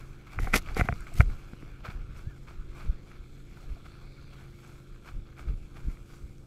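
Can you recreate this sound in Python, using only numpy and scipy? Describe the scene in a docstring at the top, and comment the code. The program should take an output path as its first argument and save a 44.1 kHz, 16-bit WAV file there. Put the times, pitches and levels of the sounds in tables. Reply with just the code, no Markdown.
"""On calm water behind a tow boat: a wakeboard ride, heard from a body-worn camera in a waterproof case.
The rider spins through his own spray: sheets and drops hit the case, which rings briefly and muffles
the rest. Then the board hisses on. Each ripple sloshes, throws spray and, a moment later, jolts the
camera. Wind rumbles on the case, the boat drones ahead, a faint whistle rises and falls once."""
import sys
import numpy as np
from scipy import signal
from scipy.fft import rfft, irfft, next_fast_len
from scipy.io import wavfile
from scipy.ndimage import uniform_filter1d, map_coordinates

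SR = 44100
rng = np.random.default_rng(int(sys.argv[2]) if len(sys.argv) > 2 else 0)


def unload_audio(sound):
    """Save the sound as a 16-bit wav file, at the path given as the first command line argument."""
    columns = np.transpose(np.atleast_2d(sound))
    # keep every value between -1 and 1, then stretch to whole-number steps
    steps = np.round(np.clip(columns, -1, 1) * 32767)
    wavfile.write(sys.argv[1], SR, steps.astype(np.int16))


N = 284886

# steady planing, base levels: t/s, wash/dB, spray/dB, wind/dB
PLANING = [(0, -64, -78, -47.5), (.27, -62.5, -76.5, -48), (.63, -56.5, -68, -37), (1.05, -58, -68, -41),
           (1.48, -61, -72.5, -47.5), (1.91, -62, -78, -43.5), (2.43, -65.5, -73.5, -46),
           (2.93, -63.5, -79, -47.5), (3.35, -66, -73.5, -48), (4.25, -61, -75, -50.5),
           (4.64, -67, -73, -54), (5.24, -67.5, -78, -49), (5.87, -65.5, -72.5, -47),
           (6.46, -70.5, -75.5, -48.5)]
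# ripples under the board: t/s, 20 dB fall/s, slosh/dB, spray/dB, base jolt/dB
RIPPLES = [(.005, 0.2567, -57, -66.5, -47), (.272, .02, -51, -68, -43.5), (.331, 0.0762, -50, -65, -23),
           (.695, 0.1359, -50, -66, -27), (1.075, 0.07, -53, -69, -31), (1.32, 0.3534, -63, -70, -54.5),
           (1.858, 0.0557, -43, -63, -36), (1.916, 0.0776, -53, -67, -46), (2.185, 0.1153, -57, -65, -38),
           (2.494, 0.0633, -50.5, -66, -36), (2.795, .18, -50.5, -64, -23.5), (3.1, 0.24, -62, -72, -43),
           (3.62, 0.275, -60, -70.5, -31.5), (3.866, 0.0463, -56, -71, -50.5), (4.34, .05, -56, -72, -54),
           (4.41, .1, -56, -71, -55), (4.68, 0.3266, -60, -67, -53), (5.078, .1, -51.5, -66, -29),
           (5.40, .1, -51.5, -66, -22), (5.495, .07, -54, -73, -50), (5.78, 0.1281, -55, -68, -28),
           (5.92, .12, -62, -68, -47), (6.14, 0.22, -60.5, -66, -35)]
# churned foam: f/Hz, relative density/dB
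WASH_SPECTRUM = [(100, -17.5), (350, -5), (560, -6), (720, -4.5), (950, -8), (1350, 2), (1600, -3),
                 (1900, -12), (2250, -1.5), (3000, -14.5), (3450, -11.5), (3800, -18), (4200, -14),
                 (9000, -37)]
# slosh, rounder than the wash: f/Hz, gain/dB
SLOSH_EQ = [(300, 0), (700, 1), (1100, 1.5), (1600, -1), (2300, 0), (4000, -1)]
# fine spray: f/Hz, relative density/dB
SPRAY_SPECTRUM = [(1000, -21), (2400, -5.5), (4500, 0), (6000, 0), (8000, 0), (9200, -7), (11500, -4.5),
                  (13000, -8.5), (14500, -8), (16000, -25)]
# spray sheets on the case: t/s, rise/s, 20 dB fall/s, body/dB, hiss/dB
SPRAY_SHEETS = [(.408, 0.0154, .14, -51.5, -54.5), (.455, 0.0353, .1, -47.5, -58.5),
                (.541, 0.0073, 0.0229, -20.5, -30), (.555, .005, .026, -28.5, -29),
                (.577, 0.0083, 0.0126, -36, -39.5), (.781, 0.017, .06, -36.5, -45),
                (.799, 0.0069, 0.0276, -31, -55), (0.861, .015, .1, -49, -60),
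                (1.188, .034, .035, -50, -48), (1.206, 0.0051, 0.0171, -37, -44)]
# sheet drumming: f/Hz, relative density/dB
DRUM_SPECTRUM = [(60, -0.5), (200, 1.5), (450, -2), (560, -6), (740, 3), (950, -8), (1400, -1.5),
                 (1700, -8), (2050, 4.5), (2900, -16), (5000, -26.5), (12000, -60)]
# sheet breaking up: f/Hz, relative density/dB
SIZZLE_SPECTRUM = [(1200, -24.5), (2600, 2), (4200, 0), (7800, -2), (9000, -8), (11300, -1.5), (13500, -10),
                   (15000, -9), (16000, -28.5)]
# heavy drops: t/s, peak before low-pass/dB, softness/(dB/octave)
HEAVY_DROPS = [(.388, -17.5, -0.5), (.472, -21.5, 5), (0.535, -13.5, -13.5), (.5395, -7.5, -8),
               (.687, -33, 0), (0.7666, -18, 7), (0.8102, -11.5, 2.5), (.887, -11.5, 2.5),
               (0.9243, -24, 0.5), (1.068, -36, -10.5), (1.198, -27.5, 4.5), (1.204, -18, -4),
               (1.2062, -8.5, -1), (1.2133, -29, -2), (1.300, -38.5, -2.5), (1.533, -38.5, 5),
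               (1.624, -39.5, 4), (1.880, -34, 0.5), (3.115, -41, -4), (3.572, -45, -0.5), (5.378, -43, -1),
               (5.971, -44, -2)]
# case wall modes: f/Hz, relative level/dB, T60/s
CASE_MODES = [(215, -22.5, 0.0345), (445.4, -17, 0.0234), (552, -19, 0.0323), (720, -14, .02),
              (1140, -6, 0.0091), (1460, -3, 0.01124), (2000, -4, 0.00927), (2320, -3.5, 0.00737)]
# air pockets collapsing on the case: t/s, level/dB, f/Hz
AIR_POCKETS = [(.471, -26.5, 760), (.766, -24, 452), (.77, -29, 760), (.804, -25, 720), (.889, -24.5, 690),
               (1.118, -43, 684), (3.638, -50, 740), (3.766, -47, 686)]
# fine drops: t/s, level/dB, f/Hz
FINE_DROPS = [(0.396, -43, 5600), (0.5573, -30, 6430), (0.5686, -30, 6370), (0.5755, -20, 5400),
              (0.624, -45, 6500), (.661, -35, 2600), (0.7462, -33, 4770), (0.9399, -42, 5120),
              (1.0061, -41, 8000), (1.1395, -36, 7800), (6.3813, -52, 6383)]
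# gusts, mostly in the spin: t/s, 20 dB fall/s, level/dB
WIND_GUSTS = [(.47, .06, -31), (.555, 0.0617, -28), (.68, 0.02, -38), (.91, 0.0979, -29),
              (1.16, .08, -28.5), (1.21, 0.07, -23), (1.289, 0.0938, -26.5), (2.09, 0.2636, -36.5),
              (2.69, 0.12, -38)]
# single eddies: t/s, peak/dB, f/Hz
EDDIES = [(.386, -26, 60), (.40, -29, 200), (.797, -21, 129), (.819, -16.5, 70), (.85, -27, 130),
          (.897, -22.5, 86), (.928, -24, 80), (1.2027, -6.5, 68), (1.234, -21, 50), (1.535, -34.5, 159),
          (1.632, -36, 189), (1.89, -29, 90), (2.275, -26, 70), (5.885, -30, 140)]
# rumble on the case: f/Hz, relative density/dB
BUFFET_SPECTRUM = [(10, -4.5), (30, 5), (60, -7.5), (120, -14), (250, -27), (500, -41), (1200, -66.5),
                   (5000, -120)]
# air past the case: t/s, centre/Hz, level before CASE_EQ/dB
AIR_HISS = [(0, 2600, -79.5), (.6, 2600, -67.5), (1.5, 2500, -70), (2.1, 3300, -73.5), (2.8, 3700, -73),
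            (3.5, 3600, -70), (4.25, 3990, -65.5), (4.6, 3500, -72.5), (5.3, 3490, -72.5),
            (6.46, 3300, -77)]
# case transmission: f/Hz, gain/dB
CASE_EQ = [(1400, 2.5), (1900, -4.5), (2350, 5.5), (3000, -2.5), (3450, 2), (3800, -4), (4200, 2),
           (5000, -1)]
# crankshaft speed: t/s, f/Hz
SHAFT_SPEED = [(0, 26.58), (2.2, 26.69), (3, 26.5), (4, 26.44), (4.6, 26.57), (5.4, 26.4), (6.46, 26.47)]
# engine tones: multiple of shaft speed, rms level/dB
ENGINE_ORDERS = [(5, -57), (6, -66.5), (7, -68.5), (8, -68.5), (9, -73), (11, -65.5), (13, -64.5),
                 (14, -73.5), (15, -76), (16, -75.5), (17, -78.5), (18, -79), (19, -77.5), (21, -78)]
# exhaust: f/Hz, relative density/dB
EXHAUST_SPECTRUM = [(20, -0.5), (90, 0.5), (140, -4), (220, -13), (330, -15.5), (600, -27), (1500, -55),
                    (5000, -120)]


def wake(rise_share=.29, spray_linger=1.137):
    """The board churns foam and throws spray, more at each ripple."""
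    wash_db, spray_db, _ = curves(PLANING)
    at_s, fall_s, slosh_db, throw_db, _ = np.transpose(RIPPLES)
    slosh = swells(at_s, rise_share * fall_s, fall_s, slosh_db)
    throw = swells(at_s, rise_share * fall_s, spray_linger * fall_s, throw_db)
    foam = patchy(patter(rate_hz=1200, spread_db=4.5, mist=.975), depth_db=2.5)
    foam = coloured(foam, WASH_SPECTRUM)
    splash = patter(rate_hz=900, spread_db=4.5, mist=.8) * amp(2.2 * wobble(rate_hz=70))
    splash = coloured(shaped(splash, WASH_SPECTRUM), SLOSH_EQ)
    fizz = patchy(patter(rate_hz=3000, spread_db=4.5, mist=1.2), depth_db=1.5)
    fizz = coloured(fizz, SPRAY_SPECTRUM)
    surge = wobble(rate_hz=45)
    wash = amp(wash_db + 1.185 + 1.13 * surge)
    spray = np.hypot(amp(spray_db + 1.5), throw) * amp(.6 * surge)
    return wash * foam + slosh * splash + bubbles(slosh) + spray * fizz + droplets(spray)


def bubbles(slosh, count=110, median_hz=1250):
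    """Sloshes trap small bubbles; pitch rises as they surface."""
    out, t = np.zeros(N), np.arange(SR // 30) / SR
    starts = rng.choice(N, size=count, p=slosh / slosh.sum())
    for start, (pitch, strength) in zip(starts, rng.standard_normal((count, 2))):
        cycles = median_hz * np.exp(.3 * pitch) * t * (1 + 3 * t)
        envelope = (1 - np.exp(-cycles)) * np.exp(-cycles / 5)
        gain = slosh[start] * amp(2.5 + 2.73 * strength)
        add(out, start / SR, gain * envelope * np.sin(2 * np.pi * cycles))
    return out


def droplets(spray, count=70, median_hz=6500):
    """Stray droplets tick on the case, more and harder in thick spray."""
    out = np.zeros(N)
    starts = rng.choice(N, size=count, p=spray / spray.sum())
    for start, (pitch, strength) in zip(starts, rng.standard_normal((count, 2))):
        tick = ping(db=9 + 2.5 * strength, hz=median_hz * np.exp(.3 * pitch))
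        add(out, start / SR, spray[start] * tick)
    return out


def sheets():
    """Spray sheets drum on the case in clumps and sizzle as they break up."""
    at_s, rise_s, fall_s, body_db, hiss_db = np.transpose(SPRAY_SHEETS)
    clumps = wobble(rate_hz=220)
    drum = patter(rate_hz=2500, spread_db=2.5, mist=.613) * amp(2.26 * clumps)
    sizzle = patter(rate_hz=4000, spread_db=5, mist=.71) * amp(2.56 * clumps)
    body = swells(at_s, rise_s, fall_s, body_db) * coloured(drum, DRUM_SPECTRUM)
    hiss = swells(at_s, rise_s, fall_s, hiss_db) * coloured(sizzle, SIZZLE_SPECTRUM)
    return body + hiss


def knocks(splat_t60_s=.0151, cutoff_hz=2550):
    """Heavy drops ring the case wall; broad soft ones favour its low modes."""
    rings, splats, t = np.zeros(N), np.zeros(N), np.arange(SR // 16) / SR
    mode_hz, mode_db, t60_s = np.transpose(CASE_MODES)[:, :, None]
    polarity = (-1) ** np.arange(len(mode_hz))[:, None]  # adjacent modes in antiphase
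    octaves = np.log2(mode_hz / mode_hz[0])
    for at_s, db, soft_db_per_oct in HEAVY_DROPS:
        struck_db = mode_db - soft_db_per_oct * octaves + 1.49 * rng.standard_normal(mode_hz.shape)
        hz = mode_hz * (1 + .0295 * rng.standard_normal(mode_hz.shape))
        modes = polarity * amp(struck_db - 60 * t / t60_s) * np.sin(2 * np.pi * hz * t)
        ring = modes.sum(axis=0)
        add(rings, at_s, amp(db) * ring / np.abs(ring).max())
        add(splats, at_s, amp(db - 43.5 - 60 * t / splat_t60_s) * rng.standard_normal(len(t)))
    wall_lowpass = signal.butter(6, cutoff_hz, fs=SR, output="sos")  # little passes above the top mode
    return signal.sosfilt(wall_lowpass, rings) + splats


def plops(attack_s=.0012, t60_s=.045):
    """Each trapped air pocket rings with one short hollow note."""
    out, t = np.zeros(N), np.arange(SR // 12) / SR
    for at_s, db, hz in AIR_POCKETS:
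        envelope = amp(db - 60 * t / t60_s) * (1 - np.exp(-t / attack_s))
        add(out, at_s, envelope * np.sin(2 * np.pi * hz * t))
    return out


def ticks():
    """A few fine drops stand out as they hit the case."""
    out = np.zeros(N)
    for at_s, db, hz in FINE_DROPS:
        add(out, at_s, ping(db, hz))
    return out


def ping(db, hz, attack_s=.0006, t60_s=.011):
    """One droplet bursts: a short noisy tone."""
    t = np.arange(SR // 30) / SR
    jittered_hz = hz * (1 + .5 * rng.standard_normal(len(t)))
    return amp(db - 60 * t / t60_s) * (1 - np.exp(-t / attack_s)) * np.sin(phase_rad(jittered_hz))


def jolts(delay_s=.103):
    """The rider bounces after each ripple: one slow push in a swell of rumble."""
    ripple_s, *_, jolt_db = np.transpose(RIPPLES)
    felt_s = ripple_s + delay_s
    envelope = swells(felt_s, rise_s=.052, fall_s=.09, db=jolt_db - 4)
    pushes = sum(push(at_s, db + 1.5, hz=31) for at_s, db in zip(felt_s, jolt_db))
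    return envelope * noise(BUFFET_SPECTRUM) + pushes


def wind(gust_rise_s=.0225):
    """Wind and gusts buffet the case; single eddies thump on it."""
    *_, wind_db = curves(PLANING)
    at_s, fall_s, gust_db = np.transpose(WIND_GUSTS)
    steady = amp(wind_db - 1 + 2.23 * wobble(rate_hz=14))
    gusts = swells(at_s, gust_rise_s, fall_s, gust_db)
    thumps = sum(push(*eddy) for eddy in EDDIES)
    return np.hypot(steady, gusts) * noise(BUFFET_SPECTRUM) + thumps


def push(at_s, db, hz):
    """One pressure swing on the case, centred on at_s: suction, then push."""
    out, t = np.zeros(N), np.arange(-SR // 20, SR // 20) / SR
    angle_rad = 2 * np.pi * hz * t
    add(out, at_s + t[0], amp(db) * angle_rad * np.exp((1 - angle_rad ** 2) / 2))
    return out


def boat(exhaust_db=-53.5):
    """Engine at towing speed: shaft orders over exhaust noise."""
    shaft_hz, = curves(SHAFT_SPEED)
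    shaft_rad = phase_rad(shaft_hz * (1 + .004014 * wobble(rate_hz=9)))
    tones = np.zeros(N)
    for order, db in ENGINE_ORDERS:
        peak = np.sqrt(2) * amp(db + 2.1 * wobble(rate_hz=7))
        tones += peak * np.sin(order * shaft_rad + 2 * np.pi * rng.random())
    return tones + amp(exhaust_db) * noise(EXHAUST_SPECTRUM)


def air():
    """Air hisses past a case edge; the band drifts as the rider turns."""
    centre_hz, hiss_db = curves(AIR_HISS)
    baseband = noise([(250, -1), (600, -3), (1000, -13), (3000, -70.5)])
    carrier = np.sin(phase_rad(centre_hz * (1 + .05 * wobble(rate_hz=12))))
    gain = amp(hiss_db + 1.17 * wobble(rate_hz=8))
    return shaped(gain * baseband * carrier, CASE_EQ)


def whistle(top_s=2.305, top_hz=1790, top_db=-62, width_s=.095, up_oct_per_s=3.8, down_oct_per_s=5):
    """A faint whistle glides up, is loudest at the top, falls a little faster."""
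    age_s = np.clip(np.arange(N) / SR - top_s, -.5, .5)
    octaves = np.minimum(up_oct_per_s * age_s, -down_oct_per_s * age_s)
    hz = top_hz * 2 ** octaves * (1 + .015 * wobble(rate_hz=300))
    return amp(top_db) * np.exp(-(age_s / width_s) ** 2) * np.sin(phase_rad(hz))


def patter(rate_hz, spread_db, mist):
    """Random drop impacts, a few large, on an even mist; rms 1."""
    lands = rng.random(N) < rate_hz / SR
    sizes = amp(spread_db * np.minimum(rng.exponential(size=N), 4))
    impacts = unit(lands * sizes * rng.choice([-1, 1], N))
    return unit(impacts + mist * rng.standard_normal(N))


def patchy(x, depth_db):
    """Foam breaks in patches: random gain over time and frequency."""
    spectra = signal.stft(x, nperseg=512)[2]
    field = uniform_filter1d(rng.standard_normal(spectra.shape), size=6, axis=0)
    field = uniform_filter1d(field, size=12, axis=1)
    return signal.istft(spectra * amp(depth_db * unit(field)), nperseg=512)[1][:N]


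def swells(at_s, rise_s, fall_s, db):
    """Gain curve of bursts: peak at at_s, then down 20 dB per fall_s."""
    t = np.linspace(0, N / SR, N // 32)
    age_s = t[:, None] - at_s
    build = np.exp(-(np.minimum(age_s, 0) / rise_s) ** 2)
    drain = amp(db - 20 * np.maximum(age_s, 0) / fall_s)
    return np.interp(np.arange(N) / SR, t, np.sum(build * drain, axis=1))


def wobble(rate_hz):
    """Smooth random curve, rate_hz knots per second."""
    knots = rng.standard_normal(int(N * rate_hz / SR) + 4)
    steps = np.arange(len(knots) * 8) / 8
    return np.interp(np.arange(N) * rate_hz / SR, steps, map_coordinates(knots, [steps]))


def curves(rows):
    """Per-sample curve for each column after the time."""
    at_s, *columns = np.transpose(rows)
    return [np.interp(np.arange(N) / SR, at_s, column) for column in columns]


def noise(spectrum):
    """Coloured noise, rms 1."""
    return coloured(rng.standard_normal(N), spectrum)


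def coloured(x, spectrum):
    """Shaped x, rms 1."""
    return unit(shaped(x, spectrum))


def shaped(x, spectrum):
    """x through a response of f/Hz, gain/dB points."""
    points_hz, db = np.transpose(spectrum)
    return filtered(x, lambda hz: amp(np.interp(np.log(hz + 1), np.log(points_hz), db)))


def filtered(x, gain):
    """Zero-phase filter by gain(hz)."""
    size = next_fast_len(N + 8192)
    return irfft(rfft(x, size) * gain(np.fft.rfftfreq(size, 1 / SR)), size)[:N]


def phase_rad(hz):
    """Running phase of a frequency curve."""
    return 2 * np.pi * np.cumsum(hz) / SR


def amp(db):
    """dB to gain."""
    return 10 ** (np.asarray(db) / 20)


def unit(x):
    """Scale to rms 1."""
    return x / np.sqrt(np.mean(x ** 2) + 1e-20)


def add(track, at_s, sound):
    """Mix sound into track from at_s."""
    start = max(round(at_s * SR), 0)
    track[start:start + len(sound)] += sound[:max(N - start, 0)]


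def scene():
    """Sum at the one microphone in the case."""
    mix = wake() + air() + sheets() + knocks() + plops() + ticks() + wind() + jolts() + boat() + whistle()
    return mix[None]


def record(dry):
    """Camera band limit."""
    limit_hz = 15750
    return filtered(dry[0], lambda hz: hz < limit_hz)[None]


dry = scene()
out = record(dry)
unload_audio(out)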